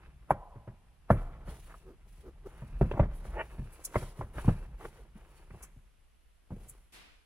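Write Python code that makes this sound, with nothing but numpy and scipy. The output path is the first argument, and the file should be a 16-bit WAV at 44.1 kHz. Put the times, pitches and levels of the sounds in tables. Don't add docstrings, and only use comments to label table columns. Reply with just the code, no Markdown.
import sys
import numpy as np
from scipy import signal
from scipy.fft import rfft, irfft, next_fast_len
from scipy.io import wavfile
from scipy.ndimage import uniform_filter1d

SR = 44100
rng = np.random.default_rng(int(sys.argv[2]) if len(sys.argv) > 2 else 0)


def pcm_store(signal):
    levels = np.round(np.clip(np.atleast_2d(signal), -1, 1) * 32767)
    wavfile.write(sys.argv[1], SR, levels.astype(np.int16).T)


N = 319725
TIME = np.arange(N) / SR

# (time [s], boom level [dB], softness [0 stiff rim lands, 1 limp middle])
FLOOR_BLOWS = [(0.308, -35, 0.09), (0.556, -48, 0.4), (0.674, -44.5, 0.29), (1.102, -21.5, 0.22),
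               (1.167, -47, 0.64), (1.475, -43, 0.39), (2.619, -44, 0.45), (2.811, -22.5, 0.51),
               (2.912, -47.5, 0.17), (2.935, -39.5, 0.22), (2.994, -21.5, 0.38), (3.028, -39, 0.14),
               (3.249, -50, 0.097), (3.583, -37.5, 1), (3.612, -43.5, 1), (3.955, -30.5, 0.085),
               (4.02, -40, 0.32), (4.19, -38.5, 0.63), (4.209, -41.5, 0.018), (4.358, -40.5, .8),
               (4.445, -35, 0.96), (4.479, -24, 0.49), (5.503, -51.5, 0.47), (5.529, -51, 0.98),
               (5.761, -54.5, 1), (6.505, -41.5, 0.51), (6.516, -39, 0.84)]
# (time of peak [s], swell and decay constant [s], level [dB], frequency above which it turns dull [Hz])
EDGE_SCUFFS = [(0.302, 0.0093, -46.5, 1413), (1.097, 0.0051, -43.5, 1510), (1.153, 0.027, -56, 2900),
               (1.71, 0.023, -51.5, 1900), (2.6, .018, -56, 1700), (2.974, 0.019, -35, 930),
               (3.043, 0.0077, -48, 2410), (3.338, 0.011, -53, 2220), (3.944, 0.0067, -37, 1790),
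               (4.028, 0.0085, -48.5, 1590), (4.387, 0.016, -41.5, 1910), (4.493, 0.0095, -35.5, 1410),
               (4.813, 0.0059, -49.5, 1500), (4.853, 0.006, -40, 1665), (5.632, .028, -57.5, 2700),
               (6.6, .06, -61, 750)]
# (time [s], spread [s], slip rate at the middle [Hz], level [dB])
RUBBER_GROANS = [(1.895, 0.028, 346.7, -52.5), (2.272, 0.02, 378, -49), (2.465, 0.0082, 409, -43.5),
                 (4.859, 0.01, 449, -46.5), (4.997, 0.013, 482, -57)]
# (time [s], fall constant [s], level [dB], frequency below which it thins out [Hz])
GLOVE_CRINKLES = [(0.308, 0.0074, -47, 10030), (1.106, 0.043, -52, 9600), (3.148, 0.027, -56, 8900),
                  (3.729, 0.014, -48, 8700), (3.851, 0.0041, -27.5, 4000), (5.631, 0.01, -39, 5000),
                  (6.692, 0.0074, -37.5, 7550)]
# (time [s], ring frequency [Hz], level [dB])
STUD_POPS = [(.306, 805, -27), (1.103, 668, -28), (2.812, 384, -29.5), (2.913, 546, -38.5),
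             (2.995, 617, -31), (3.956, 630, -36), (4.211, 904, -45.5), (4.478, 174.6, -22.5),
             (5.154, 220, -53)]
# (time [s], brightest frequency [Hz], level [dB])
RIM_CRACKS = [(.307, 1110, -32.5), (1.103, 1410, -32), (1.741, 1310, -56.5), (2.913, 2570, -50),
              (2.997, 2870, -52.5), (3.955, 2000, -38.5), (4.444, 880, -52.5), (4.852, 1050, -56.5),
              (5.506, 1930, -63), (5.546, 756, -61.5), (5.611, 1322, -68.5), (6.563, 480, -58.5)]
# (start [s], length [s], rubbing level before trim [dB], carpet hiss level before trim [dB])
CARPET_DRAGS = [(-.1, .17, -60.5, -88), (1.14, 0.1, -55.5, -73.5), (1.443, 0.093, -54.5, -62),
                (1.49, 0.27, -68.5, -65.5), (2.046, 0.16, -75.5, -71.5), (2.438, 0.28, -60, -72.5),
                (2.754, 0.26, -56, -73), (3.095, 0.57, -58.5, -69.5), (3.664, 0.4, -59, -68.5),
                (3.91, 0.12, -60, -54), (4.137, 0.092, -61.5, -67), (4.321, 0.19, -51.5, -60),
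                (4.523, 0.13, -56, -75), (4.766, 0.11, -53.5, -64), (4.894, 0.12, -62, -72.5),
                (5.13, 0.3, -63, -73.5), (5.477, 0.16, -60.5, -75), (6.482, 0.3, -69, -72.5)]
# (time [s], level before lift and trim [dB])
BEND_LEVELS = [(0.0, -55.5), (1.07, -63.5), (1.23, -44.5), (1.94, -59.5), (2.56, -53.5), (2.75, -43.5),
               (3.38, -46.5), (3.76, -61), (4.55, -48), (5.299, -61.5), (5.63, -56), (6.319, -88.5),
               (6.49, -74.5), (6.64, -53), (6.9, -72)]

# (frequency [Hz], level before scatter [dB], t60 [s])
FLOOR_PAN_MODES = [(32.3, -9, 0.647), (58.4, -2, 0.25), (99, 0, 0.13), (131.5, 5.5, 0.11),
                   (174.5, -8, 0.032), (213.3, -4.5, 0.047)]
# (frequency [Hz], level before scatter [dB], t60 [s])
RUBBER_MAT_MODES = [(370, -1.5, 0.12), (443, -3.5, 0.021), (590, 4, 0.021), (645, -2.5, 0.027),
                    (938, 3, 0.036), (960, -5.5, 0.016)]
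# (frequency [Hz], level before scatter [dB], t60 [s])
SILL_RIM_MODES = [(370.6, -4, 0.035), (500, 2, 0.018), (638, 1, 0.027), (896, -4.5, 0.036),
                  (1160, -13.5, 0.039), (1400, -6.5, 0.015), (1850, -3.5, 0.02), (2310, -6, 0.018),
                  (2624, -5.5, 0.016), (2950, -8, 0.011)]
# (multiple of the ring frequency, level before scatter [dB], t60 [cycles of the ring])
POP_RUBBER_MODES = [(.73, 2.5, 14), (1.001, 8.5, 17), (1.3, 1.5, 6.2), (1.581, -6, 15), (1.949, -11, 11.9),
                    (2.7, -27.5, 13)]

# (frequency [Hz], relative level per Hz [dB])
SLAP_SPECTRUM = [(500, -27), (1000, 0.5), (1500, -3.5), (1900, -6), (2500, -18), (3500, -24), (6000, -35.5),
                 (15000, -58.5)]
# (frequency [Hz], relative level per Hz [dB])
RUMBLE_SPECTRUM = [(15, -18.5), (32, 6), (62, 2), (90, -13), (150, -10), (280, -29), (600, -62.5)]
# (frequency [Hz], relative level per Hz [dB])
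RUB_SPECTRUM = [(130, -22.5), (350, 2.5), (600, -3.5), (1000, -3), (1600, -7.5), (2600, -12), (4300, -24),
                (8000, -40.5)]
# (multiple of the frequency where it turns dull, relative level per Hz [dB])
SCRAPE_SPECTRUM = [(.08, -4), (.27, 0), (.7, -0.5), (1, -3.5), (1.35, -13.5), (2.1, -18), (4.2, -38),
                   (9, -42)]
# (frequency [Hz], relative level per Hz [dB])
HISS_SPECTRUM = [(1500, -4.5), (3000, 4), (5000, -1.5), (8000, -1), (9500, 1), (10500, 7.5), (11600, -2.5),
                 (15500, -9.5)]
# (frequency [Hz], relative level per Hz [dB])
CRINKLE_SPECTRUM = [(1500, -19.5), (4500, -17), (6000, -6), (8000, -1), (9300, -8), (10500, 2),
                    (12000, -10.5), (15500, -13)]
# (frequency [Hz], relative level per Hz [dB])
GROUND_SPECTRUM = [(250, -10.5), (900, -12.5), (2600, -8), (7000, -13.5), (11000, -12), (15000, -27)]
# (frequency [Hz], relative level per Hz [dB])
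AIR_SPECTRUM = [(15, -1.5), (45, -3), (70, -9.5), (110, -24.5), (200, -29.5), (1000, -34), (2900, -34),
                (4000, -41), (7000, -46.5), (9500, -43), (10600, -39.5), (12500, -47.5), (15500, -76)]

AIR_DB = -63
LEFT_LAG_SAMPLES = 4
TOP_HZ = 15800
GROAN_JITTER_HZ = 60
KNOCK_DB, KNOCK_SOFT_DB = -3.5, -23.5
SLAP_DB, SLAP_SOFT_DB = -9.5, -31
FLOP_S, FLOP_DB, FLOP_SOFTNESS = 0.058, -19, 0.27
DRAG_ATTACK_S, DRAG_RELEASE_S = 0.042, 0.059
DRAG_SWELL = 0.3
FLEX_DB = 5.5
CREEP_DB = -20
CRACK_T60_S = 0.041
CRINKLE_RISE_S, CREASE_S, CREASE_DB = 0.004, 0.031, -28.5
RASP_S, RASP_DB = 3.398, -32
RASP_RISE_S, RASP_HOLD_S, RASP_FALL_S = 0.026, 0.014, 0.0085
RASP_SLIP_HZ, RASP_GLIDE_PER_S = 315.4, 0.71
RASP_BITE_S, RASP_GRIT = 0.023, 0.3


def undb(db):
    return 10 ** (np.asarray(db) / 20)


def unit(x):
    return x / np.sqrt(np.mean(x ** 2) + 1e-20)


def add(out, start, x):
    i = int(start * SR)
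    out[i:i + len(x)] += x[:N - i]


def colour(x, points):
    size = next_fast_len(x.shape[-1] + 8192, True)
    hz, db = np.transpose(points)
    bins_hz = np.arange(size // 2 + 1) * SR / size
    log_gain = np.log(undb(np.interp(np.log(bins_hz + 1), np.log(hz), db)))
    cepstrum = irfft(log_gain, size)
    cepstrum[1:size // 2] *= 2
    cepstrum[size // 2 + 1:] = 0
    return irfft(rfft(x, size) * np.exp(rfft(cepstrum)), size)[..., :x.shape[-1]]


def walk(rate, size=N):
    k = max(int(SR / rate), 1)
    steps = np.repeat(rng.standard_normal(size // k + 1), k)
    return unit(uniform_filter1d(steps, k)[:size])


def grains(rate, spread_db, size=N):
    struck = rng.random(size) < rate / SR
    sign = rng.choice([-1, 1], size)
    strength = undb(spread_db * np.minimum(rng.exponential(size=size), 4))
    return unit(struck * sign * strength)


def slip_train(rate_hz, spread_db):
    turns = np.cumsum(rate_hz) / SR
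    slips = np.diff(np.floor(turns), prepend=0) * undb(spread_db * walk(400, size=len(turns)))
    return unit(slips - slips.mean())


def fade(t, t60):
    return np.exp(-np.log(1000) * t / t60)


def ring(modes, t, scatter_db, detune):
    chance = rng.standard_normal((len(modes), 2))
    out = 0
    for k, ((hz, db, t60), (a, b)) in enumerate(zip(modes, chance)):
        gain = (-1) ** k * undb(db + scatter_db * a)
        out = out + gain * np.sin(2 * np.pi * hz * (1 + detune * b) * t) * fade(t, t60)
    return out


def blow(x, db):
    return x * undb(db) / np.sqrt(np.mean(x[:int(.043 * SR)] ** 2))


def air():
    mid, side = colour(rng.standard_normal((2, N)), AIR_SPECTRUM)
    wide = colour(side, [(100, -5.0), (600, 0.5), (2500, -4.0), (8000, 1.5)])
    return undb(AIR_DB) * (mid + np.array([[1], [-1]]) * wide) / np.std(mid)


def reflections(t60, build, points):
    t = TIME[:int(t60 * SR)]
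    echoes = rng.standard_normal(2 * SR)[:len(t)] * fade(t, t60) * (1 - np.exp(-t / build))
    return colour(echoes / np.linalg.norm(echoes), points)


def garage(near, clatter):
    points = [(80, -17.0), (380, -2.5), (750, -1.5), (1550, -4.5), (2300, -10), (4500, 3.0), (10000, 0.0)]
    hall = reflections(t60=1.089, build=0.042, points=points)
    return signal.fftconvolve(undb(-23) * near + undb(-22) * clatter, hall)[:N]


def cabin(ear):
    scatter = [(150, -45), (600, -30.5), (1200, -23.0), (2200, -5.5), (5000, -3.5), (15000, -7.5)]
    first, second = (signal.oaconvolve(ear, reflections(t60=0.047, build=0.00043, points=scatter))[:N]
                     for _ in range(2))
    turn = 7 * TIME
    return np.cos(turn) * first + np.sin(turn) * second


def outside(start=6.92, rise=0.012, level_db=-52):
    t = np.maximum(TIME - start, 0)
    swish = unit(colour(rng.standard_normal((2, N)), GROUND_SPECTRUM))
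    dull = colour(swish, [(2500, 13.5), (5000, 8.0), (8000, -1.0), (15000, -9.5)])
    dying = dull * fade(t, 0.62) + (swish - dull) * fade(t, 0.4)
    return undb(level_db) * (1 - np.exp(-t / rise)) * dying


def pile(hiss_db):
    shared, left, right = (grains(9000, spread_db=1.5) for _ in range(3))
    hiss = unit(colour(shared + 0.16 * np.array([left, right]), HISS_SPECTRUM))
    patchy_db = 1.5 * walk(25) + 2 * walk(160)
    return hiss * undb(hiss_db + patchy_db + 3.65)


def bending():
    s, db = np.transpose(BEND_LEVELS)
    return np.interp(TIME, s, db) + FLEX_DB - 200 * np.maximum(TIME - s[-1], 0)


def drags():
    rub = hiss = undb(-100) ** 2
    for start, length, rub_db, hiss_db in CARPET_DRAGS:
        since = TIME - start
        attack = np.clip(since / DRAG_ATTACK_S, 0, 1)
        release = np.exp(-np.maximum(since - length, 0) / DRAG_RELEASE_S)
        swell = 1 + DRAG_SWELL * (np.sin(np.pi * np.clip(since / length, 0, 1)) - .5)
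        speed = attack * release * swell
        rub = rub + (speed * undb(rub_db)) ** 2
        hiss = hiss + (speed * undb(hiss_db)) ** 2
    return 10 * np.log10(rub), 10 * np.log10(hiss)


def nub_catches():
    slips = grains(1500, spread_db=2.5) + .7 * grains(90, spread_db=2.5)
    return slips * undb(2.8 * walk(45))


def sliding(flex_db, rub_db):
    flex = unit(colour(rng.standard_normal(N), RUMBLE_SPECTRUM)) * undb(flex_db - 3.0)
    coarse = colour(nub_catches(), [(900, -0.5), (1700, -13.5)])
    fine = colour(nub_catches(), [(700, -13.5), (1400, 0)])
    return flex + unit(colour(coarse + fine, RUB_SPECTRUM)) * undb(rub_db - 1.5)


def crinkles():
    out, t = np.zeros(N), np.arange(-SR // 8, SR // 4) / SR
    for start, fall, db, thin_hz in GLOVE_CRINKLES:
        snap = np.exp(-np.maximum(-t / CRINKLE_RISE_S, t / fall))
        crease = undb(CREASE_DB) * np.exp(-np.abs(t) / CREASE_S)
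        clicks = colour(grains(7000, spread_db=6.5, size=len(t)), CRINKLE_SPECTRUM)
        clicks = unit(colour(clicks, [(0.79 * thin_hz, -13), (thin_hz, 0)]))
        add(out, start + t[0], undb(db) * (snap + crease) * clicks)
    return out


def groans():
    out = np.zeros(N)
    rubber = [(150, -4.0), (330, -9.0), (460, -6.5), (750, -26.0), (1300, -25.0), (2000, -38.5), (8000, -45.0)]
    for middle, half, hz, db in RUBBER_GROANS:
        t = np.arange(-3 * half, 3 * half, 1 / SR)
        rate_hz = hz - 14 * t / half + GROAN_JITTER_HZ * walk(400, size=len(t))
        slips = slip_train(rate_hz, spread_db=2.4) + 0.15 * rng.standard_normal(len(t))
        creak = unit(colour(slips, rubber))
        add(out, middle - 3 * half, creak * undb(db) * np.exp(-(t / half) ** 2 / 2))
    return out


def scuffs():
    out = np.zeros(N)
    for peak, half, db, dull_hz in EDGE_SCUFFS:
        t = np.arange(-5 * half, 5 * half, 1 / SR)
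        pressure = np.exp(-np.abs(t) / half)
        slips = grains(3500, spread_db=2, size=len(t)) * undb(2.5 * walk(220, size=len(t)))
        spectrum = [(multiple * dull_hz, band_db) for multiple, band_db in SCRAPE_SPECTRUM]
        scrape = unit(colour(slips, spectrum))
        add(out, peak - 5 * half, undb(db) * pressure * scrape)
    return out


def rim_rasp():
    t = np.arange(-4 * RASP_RISE_S, RASP_HOLD_S + 6 * RASP_FALL_S, 1 / SR)
    pressure = np.exp(np.minimum(t, 0) / RASP_RISE_S - np.maximum(t - RASP_HOLD_S, 0) / RASP_FALL_S)
    slips = slip_train(RASP_SLIP_HZ * (1 + .35 * walk(500, size=len(t))), spread_db=2.5)
    slips = slips + RASP_GRIT * rng.standard_normal(len(t))
    rim = signal.fftconvolve(slips, ring(SILL_RIM_MODES, t - t[0], scatter_db=1, detune=0.005))[:len(t)]
    rim = unit(np.interp(t + RASP_GLIDE_PER_S * t ** 2 / 2, t, rim))
    dull = colour(rim, [(900, 0), (1800, -6)])
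    bright = colour(rim, [(600, -3.5), (1500, 3.0), (2950, 0.0), (3500, 0.5)])
    bite = np.clip(1 + t / RASP_BITE_S, 0, 1)
    out = np.zeros(N)
    add(out, RASP_S + t[0], undb(RASP_DB) * pressure * (bite * bright + (1 - bite) * dull))
    return out


def cracks():
    out, t = np.zeros(N), TIME[:SR // 8]
    for start, hz, db in RIM_CRACKS:
        contact = rng.standard_normal(len(t)) * fade(t, CRACK_T60_S)
        trim = [(hz / 4, -16), (0.5 * hz, -3), (hz, 0), (1.32 * hz, -9), (1.8 * hz, -24), (5 * hz, -45)]
        add(out, start, blow(colour(contact, trim), db))
    return out


def pops():
    out, t = np.zeros(N), TIME[:SR // 4]
    for start, hz, db in STUD_POPS:
        modes = [(hz * multiple, mode_db, cycles / hz) for multiple, mode_db, cycles in POP_RUBBER_MODES]
        pop = ring(modes, t, scatter_db=4.0, detune=0.063) * (1 - np.exp(-(t / 0.00027) ** 2))
        band = [(hz / 3, -22), (hz * 0.37, 0), (hz * 1.9, 0), (hz * 2.46, -11), (hz * 5, -45)]
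        rasp = colour(rng.standard_normal(len(t)) * fade(t, 0.046), band)
        softness = np.clip(1 - hz / 400, 0, 1)
        pop = colour(blow(pop, 0) + blow(rasp, -9.5), [(1.1 * hz, 0), (2 * hz, -25 * softness)])
        add(out, start, blow(pop, db))
    return out


def thump(boom_db, softness):
    t = TIME[:SR // 2]
    push = 1 - np.exp(-t / (.001 + .003 * softness))
    knock_db = boom_db + KNOCK_DB + KNOCK_SOFT_DB * softness
    slap_db = boom_db + SLAP_DB + SLAP_SOFT_DB * softness
    landing = rng.standard_normal((3, len(t))) * (1 - np.exp(-t / 0.00051)) ** 2
    settling = fade(t, 0.075) + undb(-13.5) * fade(t, 0.21)
    padding = [(30, -9.0), (70, 3.0), (200, -2.5), (300, -17.0), (600, -34.5), (2000, -70.0)]
    shudder = colour(landing[2] * fade(t, 0.17), padding)
    pan = ring(FLOOR_PAN_MODES, t, scatter_db=-1.5, detune=0.025) * push
    boom = blow(pan, 0) + blow(shudder, -3.0)
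    rib_band = [(120, -36), (320, 8.0), (600, 13), (950, -11.5), (1500, -26.0), (4000, -60.0)]
    ribs = colour(landing[0] * settling, rib_band)
    mat = ring(RUBBER_MAT_MODES, t, scatter_db=-2.5, detune=0.069) * (1 - np.exp(-t / 0.00037))
    knock = blow(mat, 0) + blow(ribs, 2.7)
    slap = colour(landing[1] * settling, SLAP_SPECTRUM)
    return blow(boom, boom_db) + blow(knock, knock_db) + blow(slap, slap_db)


def thumps():
    out = np.zeros(N)
    for start, db, softness in FLOOR_BLOWS:
        add(out, start, thump(db, softness))
        add(out, start + FLOP_S, thump(db + FLOP_DB, softness + FLOP_SOFTNESS))
    return out


def scene():
    flex_db = bending()
    pull_db, hiss_db = drags()
    rub_db = np.maximum(pull_db, flex_db + CREEP_DB)
    clatter = cracks()
    near = sliding(flex_db, rub_db) + crinkles() + groans() + scuffs()
    near = near + rim_rasp() + clatter + pops() + thumps()
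    near = near + garage(near, clatter)
    left = np.pad(near, (LEFT_LAG_SAMPLES, 0))[:N]
    ears = np.array([left, near]) + pile(hiss_db)
    direct = colour(ears, [(1200, 0.5), (2500, -3.0), (5000, -17.0), (15000, -6.5)])
    return direct + np.array([cabin(ear) for ear in ears]) + outside() + air()


def record(dry):
    bass_cut = signal.butter(2, 18, "high", fs=SR, output="sos")
    top_cut = signal.ellip(8, .2, 70, TOP_HZ, fs=SR, output="sos")
    return signal.sosfilt(top_cut, signal.sosfilt(bass_cut, dry))


dry = scene()
out = record(dry)
pcm_store(out)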